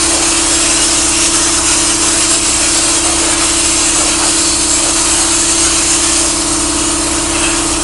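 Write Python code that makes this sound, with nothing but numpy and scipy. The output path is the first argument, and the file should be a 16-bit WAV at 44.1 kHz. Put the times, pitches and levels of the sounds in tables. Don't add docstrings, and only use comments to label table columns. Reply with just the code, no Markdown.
import sys
import numpy as np
from scipy import signal
from scipy.fft import rfft, irfft
from scipy.io import wavfile
from scipy.ndimage import uniform_filter1d

SR = 44100
rng = np.random.default_rng(int(sys.argv[2]) if len(sys.argv) > 2 else 0)


def linear_from_db(decibels):
    return 10 ** (np.asarray(decibels, float) / 20)


def bounce(signal):
    frames = np.transpose(np.atleast_2d(signal))
    limited = np.clip(frames, -1, 1)
    pcm = np.round(limited * 32767).astype(np.int16)
    wavfile.write(sys.argv[1], SR, pcm)


N = 345303
WORKING_DB = -15.5

# shaft_multiple, level_db
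PUMP_TONES = [(2, -8.3), (3, -26.0), (4, -8.9), (5, -31.0), (6, -13.9), (7, -28.8), (8, -20.9), (9, -28.6),
              (10, -16.3), (11, -35.5), (12, -18.8), (13, -26.3), (14, -16.2), (15, -25.8), (16, -22.4),
              (17, -18.4), (18, -3.5), (19, -13.8), (20, 0.0), (21, -17.8), (22, -24.1), (23, -18.5),
              (24, -21.9), (25, -21.3), (34, -19.1), (36, -15.8), (38, -18.1), (39, -18.5), (40, -13.4),
              (42, -18.1)]
# shaft_multiple, level_db
VALVE_TONES = [(46, -22.9), (50, -22.2), (54, -18.2), (55, -15.0), (58, -11.1), (60, -22.3), (62, -19.8),
               (63, -16.8), (64, -17.7), (65, -18.8), (66, -16.0), (67, -17.8), (70, -21.4), (72, -18.1),
               (73, -20.3), (74, -21.3), (75, -16.1), (76, -15.1), (78, -20.7), (84, -20.3), (116, -21.1)]
# belt_multiple, level_db
BELT_TONES = [(2, -34), (3, -27), (4, -16), (5, -22), (6, -32)]
# pitch_hz, level_db
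MOTOR_TONES = [(46.25, -27), (58.5, -19.5), (72, -27), (120, -17), (312.75, -24), (326.5, -20)]
# pitch_hz, level_db
YARD_COLOUR = [(20, -7), (45, 11), (80, 9), (150, 0), (260, -6), (310, -25), (350, -39), (430, 10),
               (520, -14)]
# pitch_hz, side_level_db
SIDE_COLOUR = [(500, -38), (900, -35), (1900, -51), (2100, -10.5), (2700, -15.5), (3000, -34),
               (3600, -18.5), (4300, -28.5), (6500, -40), (6900, -10.5), (8250, -12.5), (8600, -42),
               (8950, -9.5), (11000, -28)]
# time_s, air_db, grit_db, swing (to the side, -1..1), tip (upward, -1..1)
HAND_PATH = [(0, -16, -22.5, -.1, 0.46), (.4, -15.5, -20.5, -0.38, 0.13), (.7, -15, -19.5, .4, -.6),
             (1.3, -16, -23, 0.98, 0), (1.8, -16, -22, 1, .6), (2.15, -16, -21.5, 0, -.2),
             (2.85, -14.5, -21.5, -0.6, -0.66), (3.15, -16.5, -22, -0.61, 0),
             (3.5, -15.5, -22, -0.23, -0.4), (4.15, -16, -21.5, -0.35, 0.38), (4.6, -15, -22.5, -0.76, -.2),
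             (5.2, -15.5, -23, -.6, 0.18), (5.7, -16, -22.5, .1, 0.87), (6.22, -15.5, -24, 0.13, -0.022),
             (6.36, -17.5, -25.5, .1, -0.52), (7.0, -18.5, -25.5, -0.43, -0.2),
             (7.45, -18.5, -23, -.1, -0.35), (7.83, -18.5, -26, -.3, -.6)]
# start_s, level_db
LOUVRE_RAKES = [
    (7.33, -23),
    (7.425, -22.5),
]
# pitch_hz, width_hz, level_db
LOUVRE_MODES = [(2640, 200, 0), (3150, 160, -4)]
# pitch_hz, level_db
STEEL_COLOUR = [(220, -15.5), (380, -4), (509, -7.5), (597, -3), (661, -2.5), (784, -5), (949, -5.5),
                (1230, -2), (1510, -4.5), (2040, -8), (2640, -0.5), (3610, -3.5), (4200, -10), (5460, -26),
                (9240, -120)]
# time_s, level_db, length_s, centre_hz
PANEL_BOOMS = [(.14, 7, 0.42, 650), (.8, 2, 0.16, 700), (1.6, 3, 0.4, 1110), (1.82, 2.5, 0.09, 700),
               (2.39, -6, 0.07, 1200), (2.9, 4.5, .2, 700), (3.156, 8, .2, 655), (3.3, 6, 0.058, 800),
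               (3.414, 6.5, 0.087, 900), (4.038, 7.5, 0.078, 650), (4.226, 10.5, 0.072, 850),
               (4.5, -2.5, 0.23, 900), (4.847, 5, .08, 700), (5.1, 5, .3, 900), (5.42, -7, 0.072, 900),
               (5.75, 1.5, 0.2, 1770), (.75, 1.5, 0.27, 2000), (6.27, 6, .06, 700), (6.7, -0.5, .6, 700),
               (7.45, 4, 0.18, 1300), (7.6, 1.5, .4, 700), (.7, -1.5, 0.22, 2800), (1.26, 3, .15, 2800),
               (1.98, -1, .06, 2800), (3.38, 3.5, 0.13, 2500), (4.653, -1, .15, 2600),
               (6.05, 2.5, 0.27, 2750)]
# pitch_hz, level_db
AIR_COLOUR = [(3300, -21.5), (3750, -5.5), (4000, -5), (5000, -4), (5900, -5.5), (6300, -1.5), (7300, -2),
              (8100, -2.5), (8500, 0), (9400, -2.5), (9900, -6.5), (10900, -5.5), (11300, -13)]
# pitch_hz, width_hz, level_db
LIP_RESONANCES = [(8900, 200, 2.0), (10400, 250, 2.0), (5200, 300, 1.5), (4700, 200, -1.5)]
# pitch_hz, width_hz, db_per_swing, db_per_tip
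JET_LOBES = [(4480, 520, -2, 0.8), (5700, 950, 3.5, -3.5), (6270, 1500, 0, 3)]
# time_s, level_db, length_s, pitch_hz
WHISTLE_FLARES = [(.6, 3, .15, 7760), (1.38, 4, .06, 7720), (2.3, 3.5, 0.39, 7700), (2.85, 3, .3, 7740),
                  (3.58, 2.5, .2, 7650), (4.0, 5, .2, 7720), (4.45, 5, .08, 7720), (4.72, 7, .08, 7700),
                  (5.15, 6.5, 0.14, 7700), (5.38, 7, 0.1, 7700), (5.85, 4, 0.19, 7350),
                  (6.17, 2, .08, 6900), (6.87, 6, .12, 6850), (7.5, 2, .15, 6600)]
# time_s, level_db, length_s
GRIT_SLUGS = [(0.414, -1.0, 0.061), (1.233, 1.5, 0.049), (1.302, -1.7, 0.045), (1.365, 1.5, 0.038),
              (1.631, -1.0, 0.056), (1.704, 1.5, 0.046), (1.967, -2, 0.047), (2.087, 1, 0.055),
              (2.22, 1.5, 0.056), (2.283, -2.5, 0.027), (2.325, 2.5, 0.047), (2.405, -2, 0.064),
              (2.58, -1.5, 0.05), (3.013, -2, 0.038), (3.312, 0.5, 0.08), (3.364, -3.5, 0.03),
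              (4.163, -1, 0.06), (4.465, -0.5, 0.08), (4.546, -2.5, 0.055), (4.665, -2.5, 0.035),
              (4.722, -0.7, 0.08), (4.839, -1, 0.044), (4.939, -1, 0.048), (5.2, 1.4, 0.047),
              (5.268, -0.5, 0.055), (5.632, 2.5, 0.032), (6.166, 1, 0.041), (6.859, 0, 0.061),
              (7.286, -0.8, 0.087), (7.453, 0.8, 0.055)]


def evened(x):
    return x / np.sqrt(np.mean(abs(x) ** 2) + 1e-20)


def read(points, hz):
    f, value = np.transpose(points)
    return np.interp(np.log(hz + 1), np.log(f + 1), value)


def play(rows, t):
    s, *columns = np.transpose(rows)
    return [np.interp(t, s, c) for c in columns]


def bump(x, centre, width):
    return np.exp(-.5 * ((x - centre) / (.5 * width)) ** 2)


def drift(t, low_hz, high_hz):
    total = 0
    for f in np.geomspace(low_hz, high_hz, num=24):
        total = total + np.sin(2 * np.pi * (f * t + rng.random())) / np.sqrt(f)
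    return evened(total)


def grid():
    t = np.arange(N // 128 + 8) * 128 / SR
    return t, np.fft.rfftfreq(512, 1 / SR)[:, None]


def patches(shape, bins, frames):
    z = rng.standard_normal(shape[::-1]).T
    for _ in range(2):
        z = uniform_filter1d(z, bins, 0)
        z = uniform_filter1d(z, frames, 1)
    return evened(z)


def hiss(field_db):
    hz = grid()[1]
    a, b, c, d = rng.standard_normal(field_db.shape[::-1] + (4,)).T
    side_noise = (c + 1j * d) * linear_from_db(read(SIDE_COLOUR, hz))
    z = np.array([a + 1j * b, side_noise]) * linear_from_db(field_db)
    mid, side = signal.istft(z, nperseg=512, noverlap=384)[1][:, :N]
    return np.array([mid + side, mid - side])


def level_to_one(field_db, hz, low_hz, high_hz):
    band = (hz[:, 0] > low_hz) & (hz[:, 0] < high_hz)
    power = (linear_from_db(field_db[band]) ** 2).sum(0)
    return -10 * np.log10(power) - 4.3


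def yard_wash():
    white = rfft(rng.standard_normal((2, N)))
    mid, side = irfft(white * linear_from_db(read(YARD_COLOUR, np.fft.rfftfreq(N, 1 / SR))), N)
    return linear_from_db(-38) * evened(mid + linear_from_db(-13.0) * np.array([side, -side]))


def compressor_tone():
    shaft_hz, belt_hz, knock_db = 16.642, 12.92, -26
    stroke_rad = .55
    uneven_rad, spread_rad = 3.05, .4
    t = np.arange(0, N, 8) / SR
    coarse = t[::55]
    turns = shaft_hz * t + .002 * np.interp(t, coarse, drift(coarse, .2, 3))
    knocks = {k: knock_db for k in range(PUMP_TONES[-1][0] // 2, 88)}
    multiples = knocks | dict(PUMP_TONES) | dict(VALVE_TONES)
    tone = np.zeros(len(t))
    for k, db in multiples.items():
        breath_db = np.interp(t, coarse, 0.98 * drift(coarse, 0.292, 5))
        phase = 2 * np.pi * rng.random()
        if k < 16:
            phase = stroke_rad * k ** 2
        elif k <= 23:
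            phase = uneven_rad * (k % 2) + spread_rad * (k - 19) ** 2
        tone += linear_from_db(db + breath_db) * np.cos(2 * np.pi * k * turns + phase)
    belt = [(k * belt_hz, db) for k, db in BELT_TONES]
    for f, db in belt + MOTOR_TONES:
        tone += linear_from_db(db) * np.cos(2 * np.pi * (f * t + rng.random()))
    return signal.resample_poly(tone, up=8, down=1)[:N]


def compressor():
    pump_db, gain_ride = -23.5, 0.78
    air_db = uniform_filter1d(play(HAND_PATH, np.arange(N) / SR)[0], size=30000)
    level_db = pump_db + gain_ride * np.maximum(WORKING_DB - air_db, 0)
    return linear_from_db(level_db + 2.0) * compressor_tone() + linear_from_db(level_db + 25) * yard_wash()


def rake():
    attack_s, hold_s, fall_db_per_s = .012, .035, 110
    t, hz = grid()
    modes = sum(linear_from_db(db) * bump(hz, f, w) for f, w, db in LOUVRE_MODES)
    colour = 20 * np.log10(modes + 1e-5) + 0 * t
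    gain = np.zeros(len(t))
    for s, db in LOUVRE_RAKES:
        fall_db = fall_db_per_s * np.maximum(t - s - hold_s, 0)
        gain += np.clip((t - s) / attack_s, 0, 1) * linear_from_db(db - fall_db)
    level_db = level_to_one(colour, hz, low_hz=2000, high_hz=4000) + 6.0
    return hiss(colour + 20 * np.log10(gain + 1e-6) + level_db)


def sheet():
    roar_follows = 0.58
    rattle_db, fizz_db, boom_width_octaves = 1.4, -0.03, 1.07
    t, hz = grid()
    grit_db = play(HAND_PATH, t)[1]
    colour = read(STEEL_COLOUR, hz) + 0 * t
    field = colour + grit_db + level_to_one(colour, hz, low_hz=450, high_hz=1600) + 2.5
    field = field + (roar_follows - 1) * (grit_db + 24.5) * bump(hz, 750, 1500)
    field = field + rattle_db * bump(hz, 1760, 720)
    field = field + (fizz_db + 0.58 * drift(t, 3, 12)) * bump(hz, 2680, 840)
    for s, db, length, centre_hz in PANEL_BOOMS:
        band = bump(np.log2(hz + 1), np.log2(centre_hz), boom_width_octaves)
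        field = field + db * bump(t, s, length) * band
    spots = 0.53 * patches(field.shape, bins=2, frames=14)
    return hiss(field + spots)


def jet():
    t, hz = grid()
    level_db, _, swing, tip = play(HAND_PATH, t)
    whistle_hz = 7600 + 60 * drift(t, 0.315, 1.7)
    whistle_db = 2 + 0.7 * swing - 3 * tip
    field = read(AIR_COLOUR, hz) + sum(db * bump(hz, f, w) for f, w, db in LIP_RESONANCES)
    field = field + whistle_db * bump(hz, whistle_hz, 240)
    field = field + level_db + level_to_one(field, hz, low_hz=7530, high_hz=10430) + 6.0
    for f, w, swing_db, tip_db in JET_LOBES:
        lobe_db = swing_db * swing + tip_db * tip + 0.32 * drift(t, 4, 8.9)
        field = field + lobe_db * bump(hz, f, w)
    for s, db, length, f in WHISTLE_FLARES:
        field = field + db * bump(t, s, length) * bump(hz, f, 380)
    shadow_db = 0.46 * np.minimum(level_db - WORKING_DB - 0.5, 0)
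    field = field + shadow_db * bump(hz, 4800, 3600)
    eddies = 0.77 * patches(field.shape, bins=4, frames=8)
    return hiss(field + eddies)


def echoes(x):
    hz, t, z = signal.stft(x, SR, nperseg=2048, noverlap=1536)
    notch_db = -4 * bump(hz[:, None], 3660, 290)
    ripple_db = 2.3 * patches(z.shape[1:], bins=2, frames=8) + notch_db
    return signal.istft(z * linear_from_db(ripple_db - 0.77), SR, nperseg=2048, noverlap=1536)[1][:, :N]


def flow():
    t = np.arange(N // 64 + 2) * 64 / SR
    surge_db = 0.54 * drift(t, 6.7, 40)
    for s, db, length in GRIT_SLUGS:
        surge_db = surge_db + db * bump(t, s, length)
    return linear_from_db(np.interp(np.arange(N) / SR, t, surge_db))


def scene():
    blast = flow() * echoes(jet() + sheet())
    return compressor() + rake() + blast


def band_limit(x):
    return signal.sosfilt(signal.butter(12, 12260, fs=SR, output="sos"), x)


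def record(dry):
    soft = dry / (1 + abs(dry / .86) ** 6) ** (1 / 6)
    low_pass = signal.firwin(601, 11100, window=("kaiser", 9), fs=SR)
    limited = signal.oaconvolve(soft, low_pass[None], "same")
    return band_limit(limited)


dry = scene()
out = record(dry)
bounce(out)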